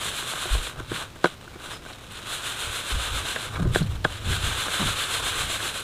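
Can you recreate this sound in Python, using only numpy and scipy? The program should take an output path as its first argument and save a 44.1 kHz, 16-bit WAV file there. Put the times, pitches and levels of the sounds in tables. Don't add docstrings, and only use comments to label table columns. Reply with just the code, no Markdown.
import sys
import numpy as np
from scipy import signal
from scipy.fft import rfft, irfft, next_fast_len
from scipy.io import wavfile
from scipy.ndimage import uniform_filter1d

SR = 44100
rng = np.random.default_rng(int(sys.argv[2]) if len(sys.argv) > 2 else 0)


def wrap_up_sound(samples):
    columns = np.atleast_2d(samples).T
    tamed = np.clip(columns, -1, 1)
    steps = np.round(tamed * 32767).astype(np.int16)
    wavfile.write(sys.argv[1], SR, steps)


N = 257086
TIME = np.arange(N) / SR
GRAIN_BAND_HZ = (2500, 13000)


def undb(db):
    return 10 ** (np.asarray(db) / 20)


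def colour(x, points, band_hz):
    size = next_fast_len(N + SR // 4, real=True) // 2 * 2
    hz = np.arange(size // 2 + 1) * SR / size
    point_hz, point_db = np.transpose(points)
    magnitude = undb(np.interp(np.log(hz + 1), np.log(point_hz), point_db))
    cepstrum = irfft(np.log(magnitude))
    cepstrum[1:size // 2] *= 2
    cepstrum[size // 2 + 1:] = 0
    spectrum = rfft(x, size) * np.exp(rfft(cepstrum))
    in_band = irfft(spectrum * (hz > band_hz[0]) * (hz < band_hz[1]))[:N]
    return irfft(spectrum)[:N] / in_band.std()


def drift(per_s):
    return np.interp(TIME * per_s, np.arange(N), rng.standard_normal(N))


def swell_power(swells, rest_db):
    power = undb(rest_db) ** 2
    for s, db, rise_s, fall_s in swells:
        envelope = np.exp(-np.maximum((s - TIME) / rise_s, (TIME - s) / fall_s))
        power = power + (undb(db) * envelope) ** 2
    return power


# frequency in Hz, relative spectral density in dB.
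FIELD_SPECTRUM = [(30, -12), (130, -7), (350, -11), (1000, -17.5), (4000, -24), (10000, -35), (15500, -38)]
def open_field(level_db=-47):
    noise = colour(rng.standard_normal(N), FIELD_SPECTRUM, band_hz=(20, 16000))
    return noise * undb(level_db + drift(per_s=3.02))


def turbulence(spectrum, band_hz, even_s=0.044):
    noise = colour(rng.standard_normal(N), spectrum, band_hz)
    return noise / np.sqrt(uniform_filter1d(noise ** 2, int(even_s * SR)) / noise.var())


# frequency in Hz, relative spectral density in dB.
RUMBLE_SPECTRUM = [(12, -9), (30, 3.5), (62, 4.5), (110, 5.5), (200, -40.5), (600, -96)]
FLUTTER_SPECTRUM = [(60, -10), (130, 0), (175, -12.5), (240, -15.5), (500, -24.5), (2000, -76)]
# time of the peak in seconds, relative rumble and flutter in dB, rise in seconds.
WIND_GUSTS = [(0.07, -43, -41, 0.022), (0.551, -30.5, -58, 0.021), (0.8, -38, -36.5, 0.025),
              (0.92, -50, -35, 0.029), (2.69, -34, -68, 0.029), (2.95, -34, -41, 0.025),
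              (3.14, -27, -49, 0.044), (3.67, -26, -23.5, 0.073), (3.91, -29.5, -44, 0.16),
              (4.3, -24, -30, 0.043), (4.46, -26, -36, 0.061), (4.87, -30, -35, 0.047),
              (5.25, -37.5, -50, 0.13), (5.44, -35.5, -40.5, 0.081)]
def wind(fall_ratio=1.43, gain_db=-1):
    rumble_gusts = [(s, db, rise, fall_ratio * rise) for s, db, _, rise in WIND_GUSTS]
    flutter_gusts = [(s, db, rise, fall_ratio * rise) for s, _, db, rise in WIND_GUSTS]
    rumble = turbulence(RUMBLE_SPECTRUM, band_hz=(20, 110))
    flutter = turbulence(FLUTTER_SPECTRUM, band_hz=(110, 280))
    rumble *= np.sqrt(swell_power(rumble_gusts, rest_db=-50))
    flutter *= np.sqrt(swell_power(flutter_gusts, rest_db=-53))
    return undb(gain_db) * (rumble + flutter)


# first and last stroke in seconds, number of strokes.
SHAKE_BOUTS = [(0.064, 0.651, 6), (2.337, 3.428, 9), (4.331, 5.778, 12)]
# level at start, middle and end in dB, extra treble at start and end in dB.
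SHAKE_EFFORT = [(-31, -33, -31, 1.5, 0.8), (-33, -31, -30, 0.8, -2), (-29.5, -27.5, -30, -1.8, 1.1)]
def strokes(quickening=0.073, half_length_share=0.34, last_stroke_db=-3.5):
    slides = []
    for (first_s, last_s, count), effort in zip(SHAKE_BOUTS, SHAKE_EFFORT):
        length_s = last_s - first_s
        for along in np.linspace(0, 1, count):
            s = first_s + length_s * along * (1 + quickening * (1 - along))
            period_s = length_s / (count - 1) * (1 + quickening * (1 - 2 * along))
            db = np.interp(along, [0, .5, 1], effort[:3]) + last_stroke_db * (along == 1)
            treble_db = np.interp(along, [0, 1], effort[3:])
            slides.append((s, db, half_length_share * period_s, treble_db))
    return slides


def slide_power(slides):
    bells = (undb(db) ** 2 * np.exp(-((TIME - s) / half_s) ** 2) for s, db, half_s, _ in slides)
    return sum(bells) + 1e-12


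def impacts(per_s, spread_db):
    chance = np.clip(per_s / SR, 1 / SR, 1)
    sign = rng.choice([-1, 1], N)
    strength = undb(spread_db * np.minimum(rng.exponential(size=N), 2 * np.e))
    pulses = (rng.random(N) < chance) * sign * strength / np.sqrt(chance)
    return pulses / pulses.std()


# frequency in Hz, relative spectral density in dB.
SLIDE_SPECTRUM = [(200, -19.5), (470, -9), (840, -11), (1150, -3.5), (1560, -1.5), (1860, -8.5),
                  (2600, -4.5), (3550, -0.5), (4150, -4), (4600, -10), (5300, -17.5), (7500, -9),
                  (10000, -11.5), (15500, -30)]
# time of full speed in seconds,
# level in dB, half length in seconds, extra treble in dB.
TRAY_TIPS = [(0.968, -33.5, 0.05, -2.5), (1.285, -45, 0.039, -6), (1.672, -45.5, 0.04, 1.5),
             (2.165, -39.5, 0.047, -3.5), (3.767, -30.5, 0.025, 1), (4.142, -38.5, 0.041, -3.5)]
def sliding_grain(scrapes_per_s=22000, clump_db=0.82, treble_hz=5000, treble_share=0.92):
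    slides = strokes() + list(TRAY_TIPS)
    power = slide_power(slides)
    treble_slides = [(s, db + extra_db, treble_share * half_s, 0) for s, db, half_s, extra_db in slides]
    speed = np.sqrt(power / power.max())
    scrapes = impacts(scrapes_per_s * speed + 1500, spread_db=2.0)
    clumps = undb(clump_db * drift(per_s=110))
    hiss = colour(scrapes * clumps, SLIDE_SPECTRUM, GRAIN_BAND_HZ)
    treble = signal.sosfiltfilt(signal.butter(2, treble_hz, "high", fs=SR, output="sos"), hiss)
    return (hiss - treble) * np.sqrt(power) + treble * np.sqrt(slide_power(treble_slides))


# frequency in Hz, relative density in dB.
CRACKLE_SPECTRUM = [(500, -23), (1900, 0.5), (2600, 3.5), (3900, 5.5), (4700, -11), (7300, -5), (9500, -7),
                    (15500, -24)]
PATTER_SPECTRUM = [(130, -34), (260, -4.5), (350, -3), (470, -1), (650, -2.5), (860, -2.5), (1230, 4.5),
                   (1380, 1.5), (1530, 3), (1850, -9.5), (4000, -37), (12000, -46)]
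# time of the thickest fall in seconds, crackle and patter in dB,
# build-up and settling in seconds.
KERNEL_SPILLS = [(0.46, -37.5, -37.5, 0.032, 0.089), (0.8, -44, -36.5, 0.038, 0.017),
                 (1.025, -39.5, -36, 0.06, 0.039), (1.268, -38.5, -37.5, 0.032, 0.042),
                 (1.708, -39, -37.5, 0.063, 0.049), (1.869, -43.5, -44.5, 0.017, 0.2),
                 (3.549, -44, -36, 0.041, 0.15), (3.801, -41.5, -43.5, 0.015, 0.13),
                 (4.06, -41, -40, 0.0068, 0.13)]
def loose_kernels(stirred_db=-7, stirred_s=0.17, clump_db=3.5):
    stirred = uniform_filter1d(slide_power(strokes()), int(stirred_s * SR)) * undb(stirred_db) ** 2
    crackle_spills = [(s, db, rise, fall) for s, db, _, rise, fall in KERNEL_SPILLS]
    patter_spills = [(s, db, rise, fall) for s, _, db, rise, fall in KERNEL_SPILLS]
    crackle_power = swell_power(crackle_spills, rest_db=-55) + stirred
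    patter_power = swell_power(patter_spills, rest_db=-54.5) + stirred
    crowding = np.sqrt(crackle_power / np.median(crackle_power))
    clumps = undb(clump_db * drift(per_s=70))
    light = impacts(per_s=2600 * crowding, spread_db=-0.5)
    heavy = impacts(per_s=1100 * crowding, spread_db=2.0)
    crackle = colour((light + .5 * heavy) * clumps, CRACKLE_SPECTRUM, GRAIN_BAND_HZ)
    patter = colour((heavy + .5 * light) * clumps, PATTER_SPECTRUM, band_hz=(300, 1800))
    return crackle * np.sqrt(crackle_power) + patter * np.sqrt(patter_power)


def place(start_s, sound):
    return np.pad(sound, (int(start_s * SR), N))[:N]


# frequency in Hz, relative level in dB, 60 dB decay in seconds.
TRAY_MODES = [(176.5, -6, 0.087), (360, -0.5, 0.035), (469, 1, 0.026), (619, -5.5, 0.044), (723, -7, 0.041),
              (940, -13, 0.0071), (1040, -3.5, 0.033), (1230, -5, 0.024), (1450, -7, 0.051),
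              (1509, 9, 0.014), (1500, -43, 0.025), (2230, -12.5, 0.01), (2880, 0, 0.0079),
              (3380, 3.5, 0.019), (3900, 4, 0.013), (4670, -24, 0.012), (7400, 11, .0025),
              (9240, 18, .0025)]
def tray_blow(level_db, bright_hz, spot_hz, rattle_s, spot_db=6, spot_octaves=0.26, crunch_s=0.0023):
    t = np.arange(SR // 8) / SR
    hz, db, t60 = np.transpose(TRAY_MODES)[:, :, None]
    grip, load = rng.standard_normal((2, len(TRAY_MODES), 1))
    mode_db = db + spot_db * np.exp(-(np.log2(hz / spot_hz) / spot_octaves) ** 2) + 2.5 * grip
    mode_hz = hz * (1 + 0.019 * load)
    ring = (undb(mode_db - 60 * t / t60) * np.cos(2 * np.pi * mode_hz * t)).sum(0)
    force = 0.21 * rng.standard_normal(len(t)) * np.exp(-t / rattle_s)
    force[0] += 1 / (1 + (rattle_s / crunch_s) ** 2)
    soft_contact = signal.butter(2, bright_hz, fs=SR, output="sos")
    stiff_spot = signal.butter(2, 0.22 * spot_hz, "high", fs=SR, output="sos")
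    vibration = signal.fftconvolve(force, ring)[:len(t)]
    blow = signal.sosfilt(np.vstack([soft_contact, stiff_spot]), vibration)
    rms = np.sqrt(np.sum(blow ** 2) / (.01 * SR))
    return undb(level_db) * blow / rms


# start in seconds, level in dB, pitch of the spot in Hz, rattle in seconds.
TRAY_KNOCKS = [(0.055, -33.5, 1080, 0.0029), (0.226, -36.5, 1040, 0.0023), (0.336, -31.5, 1400, 0.0013),
               (0.456, -31.5, 1140, 0.0027), (0.55, -30.5, 600, 0.0072), (0.802, -36, 396, 0.0043),
               (0.916, -26.5, 620, 0.0036), (0.961, -32, 2490, 0.0019), (1.162, -46, 1490, 0.00091),
               (1.478, -41.5, 1250, 0.0017), (1.558, -39, 617, 0.0044), (1.711, -43, 2900, 0.0052),
               (1.861, -37.5, 600, 0.0046), (1.908, -41, 800, 0.0017), (3.36, -25.5, 1470, 0.0036),
               (3.559, -32.5, 2000, 0.004), (3.596, -31.5, 300, 0.0055), (3.651, -31, 300, 0.0075),
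               (3.817, -32.5, 300, 0.0058), (4.327, -29, 1560, 0.003), (4.683, -28.5, 1180, 0.0022),
               (5.603, -32, 1220, 0.0016)]
def knocks(reach_hz=640):
    return sum(place(s, tray_blow(db, spot_hz + reach_hz, spot_hz, rattle_s))
               for s, db, spot_hz, rattle_s in TRAY_KNOCKS)


# start in seconds, peak in dB, frequency in Hz, rise in seconds.
EDDIES = [(0.505, -16, 41.8, 0.027), (2.915, -21.5, 54.3, 0.029), (3.594, -21.5, 177.3, 0.017),
          (3.643, -20, 187, 0.0099), (3.805, -16, 134.3, 0.013), (3.895, -22, 66.4, 0.012),
          (4.047, -23, 155, 0.0041), (4.268, -24, 123, 0.012), (4.793, -23.5, 175.5, 0.023)]
def buffets(sag=0.099, wobble=0.33):
    out, t = np.zeros(N), np.arange(SR // 4) / SR
    for s, peak_db, hz, rise_s in EDDIES:
        age = t / rise_s
        speed = 1 + sag * np.tanh(1 - age / 2) + wobble * drift(2 * hz)[:len(t)]
        turns = np.cumsum(hz * speed) / SR + rng.random()
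        envelope = undb(peak_db) * age * np.exp(1 - age)
        out += place(s, envelope * np.sin(2 * np.pi * turns))
    return out


# start in seconds, crunch in dB, thud delay in seconds, thud in dB,
# pitch of the spot under the palm in Hz, clack delay in seconds, clack in dB.
TRAY_SLAPS = [(1.2419, -22.5, 0.0023, -12.5, 1180, 0.0148, -18.5),
              (3.748, -25, 0.0115, -17.5, 560, 0.0095, -26),
              (4.0442, -30.5, 0.0075, -17, 594, 0.00348, -19.5)]
def slaps():
    out = np.zeros(N)
    for s, crunch_db, thud_s, thud_db, palm_hz, clack_s, clack_db in TRAY_SLAPS:
        crunch = tray_blow(crunch_db, bright_hz=4800, spot_hz=2750, rattle_s=0.005)
        thud = tray_blow(thud_db, bright_hz=1250, spot_hz=palm_hz, rattle_s=0.0011)
        clack = tray_blow(clack_db, bright_hz=2200, spot_hz=1700, rattle_s=0.0021)
        out += place(s, crunch) + place(s + thud_s, thud) + place(s + clack_s, clack)
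    return out


# start in seconds, peak in dB, frequency in Hz, length in seconds.
SMALL_TICKS = [(1.535, -46.5, 2250, 0.023), (1.725, -40, 5100, 0.027), (1.927, -33.5, 4070, 0.0056),
               (2.056, -48, 8500, .0015), (2.12, -35, 10000, 0.0024), (3.554, -28, 2270, 0.0095),
               (3.824, -31, 4120, 0.0062), (5.038, -20, 3600, .002)]
def ticks(q_per_s=1100, least_q=4.3):
    out, t = np.zeros(N), np.arange(SR // 8) / SR
    for s, peak_db, hz, length_s in SMALL_TICKS:
        slip = rng.standard_normal(len(t)) * np.exp(-(t / (2 * length_s)) ** 2)
        resonance = signal.iirpeak(hz, least_q + q_per_s * length_s, fs=SR)
        snap = signal.lfilter(*resonance, slip)
        out += place(s, undb(peak_db) * snap / np.abs(snap).max())
    return out


def scene(hollow_hz=1560, hollow_q=11, hollow_share=0.29, dip_hz=4530, dip_q=22):
    grain = sliding_grain() + loose_kernels()
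    hollow_ring = signal.lfilter(*signal.iirpeak(hollow_hz, hollow_q, fs=SR), grain)
    tray = grain + hollow_share * hollow_ring + slaps() + knocks()
    tray = signal.lfilter(*signal.iirnotch(dip_hz, dip_q, fs=SR), tray)
    mono = tray + open_field() + ticks() + wind() + buffets()
    return np.array([mono, mono])


def record(dry, top_hz=15450):
    return signal.sosfilt(signal.ellip(10, .2, 80, top_hz, fs=SR, output="sos"), dry)


dry = scene()
out = record(dry)
wrap_up_sound(out)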